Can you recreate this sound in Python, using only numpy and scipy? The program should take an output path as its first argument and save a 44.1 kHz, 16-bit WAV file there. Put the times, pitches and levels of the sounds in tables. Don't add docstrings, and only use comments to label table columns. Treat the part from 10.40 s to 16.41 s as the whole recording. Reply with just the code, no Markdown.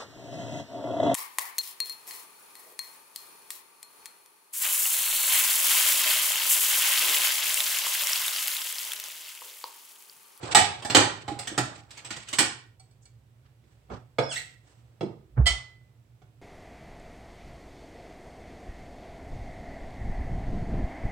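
import sys
import numpy as np
from scipy import signal
from scipy.fft import rfft, irfft, next_fast_len
from scipy.io import wavfile
from scipy.ndimage import uniform_filter1d, map_coordinates

SR = 44100
rng = np.random.default_rng(int(sys.argv[2]) if len(sys.argv) > 2 else 0)


def generate_wav(sig):
    pcm = np.round(np.clip(np.atleast_2d(sig).T, -1, 1) * 32767).astype(np.int16)
    wavfile.write(sys.argv[1], SR, pcm)


def voltage_ratio(decibels):
    exponent = np.asarray(decibels, float) / 20
    return 10 ** exponent


N = 265246
LENGTH = 2 ** 15
LEFT_DB = -4.5

# (centre [Hz], width [Hz])
DISH_BODY = [(115, 64), (300, 240), (770, 460), (2600, 4600), (8500, 11000)]
# (centre [Hz], width [Hz])
DOOR_BODY = [(125, 58), (330, 310), (640, 660), (1700, 5700), (6000, 4000)]


def unit(x):
    return x / np.sqrt(np.mean(x ** 2) + 1e-20)


def along(points, hz):
    f, v = np.transpose(points)
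    return np.interp(np.log(hz + 1), np.log(f + 1), v)


def curves(rows):
    s, *cols = np.transpose(rows)
    return [np.interp(np.arange(N) / SR, s, c) for c in cols]


def wobble(rate):
    knots = rng.standard_normal(int(N * rate / SR) + 4)
    return map_coordinates(knots, [np.arange(N) * rate / SR])


def filtered(x, response):
    m = next_fast_len(x.shape[-1] + 8192)
    spectrum = rfft(x, m) * response(np.fft.rfftfreq(m, 1 / SR))
    return irfft(spectrum, m)[..., :x.shape[-1]]


def resonance(f, hz, width_hz):
    return 1j * f * width_hz / (hz * hz - f * f + 1j * f * width_hz)


def spread(pair, gain):
    # (frequency [Hz], likeness [0 to 1])
    alike = [(60, 1), (200, 0.7), (400, 0.75), (900, 0.024), (1500, 0.042)]

    def mid_side_gains(f):
        turn = np.arccos(np.clip(along(alike, f), -1, 1)) / 2
        return gain(f) * [np.cos(turn), np.sin(turn)]

    mid, side = filtered(pair, mid_side_gains)
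    return np.array([mid + side, mid - side])


def rush(spectrum):
    return unit(spread(rng.standard_normal((2, N)), lambda f: voltage_ratio(along(spectrum, f))))


def room(direct):
    # (frequency [Hz], t60 [s])
    kitchen = [(60, 0.99), (250, 0.31), (1000, 0.46), (4000, 0.4), (9000, 0.31), (14000, 0.2)]
    f, t, z = signal.stft(rng.standard_normal((2, LENGTH // 2)), SR, nperseg=256)
    decay = voltage_ratio(-60 * t / along(kitchen, f)[:, None])
    tail = signal.istft(z * decay, SR, nperseg=256)[1]
    t = np.arange(tail.shape[1]) / SR
    onset = (1 - np.exp(-t / 0.0019)) * (1 + 2.0 * np.exp(-t / 0.0082))
    tail = spread(tail, np.ones_like) * onset
    tail /= np.sqrt(np.sum(tail ** 2) / 2)
    tail[:, 0] += direct
    return tail


def blows(rows, bands, modes, gain_db, ring_db, scatter_db, contact_s, direct, open_air, boom_db,
          detune, follow):
    out = np.zeros((2, N + LENGTH))
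    f = np.fft.rfftfreq(LENGTH, 1 / SR)
    t = np.arange(2000) / SR
    for s, db, thump_db, bowl_db, sheen_db in rows:
        contact = voltage_ratio(-60 * t / contact_s) * rng.standard_normal(len(t))
        contact *= .75 / np.linalg.norm(contact)
        contact[0] = .4

        levels = (thump_db + boom_db, thump_db, bowl_db, 0, sheen_db)
        body = 0
        for k, ((hz, width), level) in enumerate(zip(bands, levels)):
            body = body + (-1) ** k * voltage_ratio(level) * resonance(f, hz, width) ** 2 * np.sqrt(SR / width)

        colour = [(hz, follow * level) for (hz, width), level in zip(bands[1:], levels[1:])]
        ring = 0
        for hz, level, t60 in modes:
            mode_db = ring_db + level + along(colour, hz) + scatter_db * rng.standard_normal()
            mode_hz = hz * (1 + detune * rng.standard_normal())
            width = np.log(1000) / np.pi / t60
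            ring = ring + voltage_ratio(mode_db) * resonance(f, mode_hz, width) * t60

        answer = rfft(room(direct), LENGTH)
        straight = open_air * np.exp(-2j * np.pi * f * np.array([[.00008], [0]]))
        spectrum = body * (rfft(contact, LENGTH) * answer + ring * (answer + straight))
        sound = irfft(spectrum, LENGTH) * np.linspace(1, 0, LENGTH) ** .5
        sound *= np.minimum(1, .45 + np.arange(LENGTH) / SR / .009)
        out[:, round(s * SR):][:, :LENGTH] += voltage_ratio(db + gain_db) * sound
    return out[:, :N]


def background():
    # (frequency [Hz], relative level [dB])
    air_colour = [(25, -31), (60, -5.5), (120, -15), (200, -20), (600, -24), (1300, -30.5), (3000, -32.5),
                  (9000, -44.5)]
    # (centre [Hz], width of the resonance [Hz], level [dB])
    hum_settings = (118, 22, -62)
    air_db = -66.5 + 1.5 * wobble(5.3)
    hz, width_hz, hum_db = hum_settings
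    hum = unit(filtered(rng.standard_normal(N), lambda f: resonance(f, hz, width_hz) ** 2))
    return voltage_ratio(air_db) * rush(air_colour) + voltage_ratio(hum_db) * hum


def soft_noises():
    # (time of the peak [s], length [s], level [dB], lowest frequency [Hz], highest frequency [Hz])
    puffs = [(2.639, 0.018, -66, 6940, 8450), (3.06, 0.021, -70, 1197, 4860),
             (3.299, 0.044, -73.5, 1494, 8400), (3.523, 0.02, -41, 69.4, 1300),
             (3.532, 0.017, -52.5, 1040, 6000), (3.949, .03, -39, 1660, 13800),
             (4.288, 0.044, -64.5, 293, 8320), (4.979, 0.0067, -39, 220, 1620),
             (4.988, 0.015, -39, 224, 1490)]
    t, out = np.arange(N) / SR, np.zeros((2, N))
    for s, length, db, low_hz, high_hz in puffs:
        rise = np.exp(-((t - s) / length) ** 2)
        fade = 1 / np.cosh(np.clip((t - s) / length / 1.7, 0, 20))
        swell = np.where(t < s, rise, fade)
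        band = [(low_hz / 2, -24), (low_hz, 0), (high_hz, -9), (high_hz * 2, -36), (high_hz * 4, -90)]
        out += voltage_ratio(db + 2.2 * wobble(90)) * swell * rush(band)
    return out


def sliding():
    # (time [s], level [dB])
    slide = [(0, -49.5), (.1, -39.5), (.4, -56.5), (.47, -50), (.6, -40), (.85, -61.5), (1.1, -52),
             (1.3, -53), (1.47, -68), (1.54, -58), (1.78, -54.5), (1.87, -65.5), (1.95, -47.5), (2.3, -91)]
    # (frequency [Hz], relative level [dB])
    dull_colour = [(150, -32), (300, -7), (800, -2.5), (1600, -6), (3000, -38)]
    # (frequency [Hz], relative level [dB])
    bright_colour = [(1000, -24.5), (2200, 2), (4500, -2), (6500, -8), (7900, -6), (9500, -19),
                     (11000, -32), (16000, -31.5)]
    level = voltage_ratio(curves(slide)[0]) * (np.arange(N) / SR < slide[-1][0])
    dull = voltage_ratio(0.7 + 3.0 * wobble(18) + 0.77 * wobble(130)) * rush(dull_colour)
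    bright = voltage_ratio(5.9 * wobble(40) + 2.9 * wobble(130)) * rush(bright_colour)
    return level * (dull + bright)


def hinge():
    # (time [s], slips per second [Hz], level [dB])
    slips = [(3.884, 1725, -47), (3.909, 1680, -35), (3.918, 1500, -31), (3.927, 1340, -30),
             (3.942, 1335, -34), (3.952, 1500, -42), (3.961, 1830, -32), (3.976, 2150, -31),
             (3.986, 2120, -40), (3.999, 1980, -51)]
    # (frequency [Hz], level [dB])
    door_colour = [(1300, -15.5), (2000, -4.5), (2800, -3.5), (3500, 0.5), (3900, -14), (4300, -9),
                   (5000, -10), (7000, -10.5), (8200, -8), (10000, -15)]
    # (start [s], rise [s], start pitch [Hz],
    # settled pitch [Hz], sag [Hz per s], peak level [dB], fade [dB per s])
    whistle = (3.815, .02, 5700, 5420, 3200, -41, 110)
    t = np.arange(N) / SR
    start, stop = slips[0][0], slips[-1][0]
    hz, db = curves(slips)

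    rough = .07 * 2 ** (np.clip(t - start, 0, stop - start) / .022)
    phase = 2 * np.pi * np.cumsum(hz * (1 + .05 * rough * wobble(400))) / SR
    gate = np.clip((t - start) / 0.013, 0, 1) * np.clip((stop - t) / 0.0046, 0, 1)
    squeak = np.zeros(N)
    for k in range(1, 7):
        partial_db = db + along(door_colour, k * hz)
        flicker_db = 4.1 * np.minimum(rough, 1) * wobble(200)
        squeak += gate * voltage_ratio(partial_db + flicker_db) * np.sin(k * phase)

    s, rise, start_hz, settled_hz, sag_hz, peak_db, fade_db = whistle
    u = np.clip(t - s, 0, None)
    pitch = settled_hz - sag_hz * u + (start_hz - settled_hz) * np.exp(-2 * u / rise)
    pitch = pitch * (1 + .005 * wobble(400))
    whistle_db = peak_db - fade_db * np.clip(u - rise, 0, None) + 2 * wobble(200)
    swell = np.minimum(u / rise, 1) ** 2 * voltage_ratio(whistle_db) * (t < slips[1][0])
    squeak += swell * np.sin(2 * np.pi * np.cumsum(pitch) / SR)
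    return signal.fftconvolve(squeak[None], room(direct=0.79), axes=1)[:, :N]


def low_thuds():
    # (start [s], rise [s], stop [s], pitch [Hz], level [dB], t60 before the stop [s])
    thumps = [(.555, .015, .7, 111, -23.5, .3), (1.183, 0.0097, 1.26, 122.6, -30.5, 0.35),
              (4.966, .035, 5.003, 123.1, -6.5, .6), (4.997, 0.0035, 5.062, 63.65, -16.5, 0.58),
              (5.1, 0.0085, 5.3, 60.95, -25.5, 0.22)]
    t, out = np.arange(N) / SR, np.zeros(N)
    for s, rise, stop, hz, db, t60 in thumps:
        u = np.clip(t - s, 0, None)
        swell = 1 - np.exp(-(u / rise) ** 2)
        choke_db = -60 * np.clip(t - stop, 0, None) / 0.017
        out += voltage_ratio(db - 60 * u / t60 + choke_db) * swell * np.sin(2 * np.pi * hz * u)
    return out


def door_grips():
    # (time [s], level before gain_db [dB], then relative thump [dB], bowl [dB], sheen [dB])
    grips = [(4.609, -35, 8.8, 8, -10), (4.629, -44.5, 22, 7.9, -25)]
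    # (frequency [Hz], relative level [dB], t60 [s])
    handle_modes = [(336, -11.5, .2), (458, -15.5, 0.23), (684, -11, 0.38), (899, -6, 0.089),
                    (2220, -1, 0.12), (2760, 7, .05), (3350, 17, 0.035), (4075, 11.5, .07)]
    return blows(grips, DOOR_BODY, handle_modes, gain_db=16.0, ring_db=23, scatter_db=1.5,
                 contact_s=0.039, direct=1.0, open_air=1.4, boom_db=-8.5, detune=0, follow=0)


def door_knocks():
    # (time [s], level before gain_db [dB], then relative thump [dB], bowl [dB], sheen [dB])
    knocks = [(3.239, -65, 8, -12, -26), (3.501, -51.5, 3.5, 14.5, -28), (3.785, -21.5, -1, 8, -14),
              (5.818, -62.5, 7.5, 10, 0)]
    # (frequency [Hz], relative level [dB], t60 [s])
    wood_modes = [(141, -3.5, 0.1), (310, -15.5, 0.22), (735, -8.5, 0.41), (1123, -10.5, 0.11),
                  (1332, 1, 0.059), (2226, 7.5, 0.048), (3420, 14, 0.029), (4330, 1, .09)]
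    return blows(knocks, DOOR_BODY, wood_modes, gain_db=17.5, ring_db=24.5, scatter_db=2.5,
                 contact_s=0.043, direct=0.76, open_air=0.97, boom_db=-7.0, detune=.01, follow=0)


def plate_grazes():
    # (time [s], level before gain_db [dB], then relative thump [dB], bowl [dB], sheen [dB])
    grazes = [(2.3971, -58.5, -7, -4, 5.4), (2.5094, -66, -5, -5, 1), (2.655, -56, -9, -16, 2)]
    # (frequency [Hz], relative level [dB], t60 [s])
    lifted_plate_modes = [(759, -8, .19), (1380, -14, .2), (2299, -10, .18), (3435, -14, .2), (4441, 2, .07),
                          (5000, -8, .07), (5900, 0, .05), (7820, -3, .06), (8070, -2, .05)]
    return blows(grazes, DISH_BODY, lifted_plate_modes, gain_db=16.5, ring_db=35.5, scatter_db=1.5,
                 contact_s=0.032, direct=.3, open_air=2.5, boom_db=-2.0, detune=0, follow=0.62)


def plate_clinks():
    # (time [s], level before gain_db [dB], then relative thump [dB], bowl [dB], sheen [dB])
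    clinks = [(5.059, -16, -15.5, -6, -2.5), (5.066, -6, -7.5, -8.5, -3), (5.075, -13, -13.5, -13.5, -3.5)]
    # (frequency [Hz], relative level [dB], t60 [s])
    plate_modes = [(705, -14, .12), (1346, -12, .2), (1997, -2, .15), (2019, -16.5, .58), (2040, -8, .24),
                   (2186, -18, .25), (2988, -12, .15), (3122, -6, .22), (3165, 2, .11), (3500, -3, .06),
                   (4064, -5, .17), (4484, 0, .13), (5000, -6, .07), (7542, -14, .2), (8258, -4, .12),
                   (8430, -12, .22)]
    return blows(clinks, DISH_BODY, plate_modes, gain_db=9.0, ring_db=32.5, scatter_db=1.5,
                 contact_s=0.008, direct=.3, open_air=2.4, boom_db=3.5, detune=0, follow=0)


def rebounds(rows):
    second = [(s + .017, db - 6, thump + 6.5, bowl, sheen - 3.5)
              for s, db, thump, bowl, sheen in rows if db > -15]
    return rows + second


def dish_clatter():
    # (time [s], level before gain_db [dB], then relative wooden thump [dB], bowl [dB], sheen [dB])
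    clatter = [(0.0296, -33, 3, -10, -22), (0.1487, -1, -17, -5, -3.5), (0.4227, -34, -6, -6.5, -5),
               (0.4489, -26, -6.5, -9.5, -3), (0.4997, -16, -11.5, -9, -16), (0.5481, 1.5, -12.5, -14, -8),
               (0.8795, -28, -2, -3.5, -27), (0.915, -48.5, 12, -1.5, -20.5),
               (0.9904, -28, -14, -10.5, -0.5), (1.073, -24.5, -16, -18, -5),
               (1.115, -44, 9.5, -23.5, -2.5), (1.1784, -15, -12, -8.5, -3), (1.377, -53.5, 0, 2, 0),
               (1.507, -38.5, -21, -47, -2), (1.5729, -37.5, -14.5, -11.5, -1),
               (1.6479, -35, -13.5, -13, -1), (1.7054, -25, -17, -18, -9), (1.7637, -29.5, -14.5, -43, -13),
               (1.8849, -33, -28.5, -48, -0.5), (1.9298, -23.5, -16, -17.5, 1),
               (1.9863, -8.5, -15.5, -15.5, 1)]
    # (frequency [Hz], relative level [dB], t60 [s])
    stack_modes = [(300, -11, .09), (741, -6, .22), (823.7, -1, .24), (1220, -12, .18), (1380, -12, .16),
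                   (1770, -8, .1), (1900, -7, .17), (2300, -15, .16), (2410, -14.5, .15), (2960, -12, .2),
                   (3480, -10, .18), (3736, -12.5, .075), (4390, -14, .17), (5270, -16, .12),
                   (7600, -8, .1), (7900, -3, .12)]
    return blows(rebounds(clatter), DISH_BODY, stack_modes, gain_db=19.0, ring_db=26.0, scatter_db=3,
                 contact_s=0.026, direct=0.64, open_air=0.95, boom_db=-6, detune=.01, follow=0.67)


def scene():
    mix = background() + soft_noises() + sliding() + hinge() + low_thuds()
    mix = mix + door_grips() + door_knocks() + plate_grazes() + plate_clinks() + dish_clatter()
    return mix * voltage_ratio([[LEFT_DB / 2], [-LEFT_DB / 2]])


def top_cut(x):
    return signal.sosfilt(signal.butter(12, 16290, fs=SR, output="sos"), x)


def record(dry):
    # (frequency [Hz], level [dB])
    tone_colour = [(30, -25), (55, 5), (7000, -2.5), (7900, 5.5), (8900, -3), (10000, -21), (11600, -24.5),
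                   (12400, -10.5), (16000, -12)]
    x = filtered(dry, lambda f: voltage_ratio(along(tone_colour, f)))
    balance = voltage_ratio([[LEFT_DB / 2], [-LEFT_DB / 2]])
    x = x + voltage_ratio(-78.5) * balance * rng.standard_normal(x.shape)
    level = np.sqrt(np.abs(uniform_filter1d(np.mean(x ** 2, 0), size=441)))
    x = x / (1 + (level / voltage_ratio(-12.0)) ** 2) ** 0.32
    finished = np.clip(x, -.93, .93)
    return top_cut(finished)


dry = scene()
out = record(dry)
generate_wav(out)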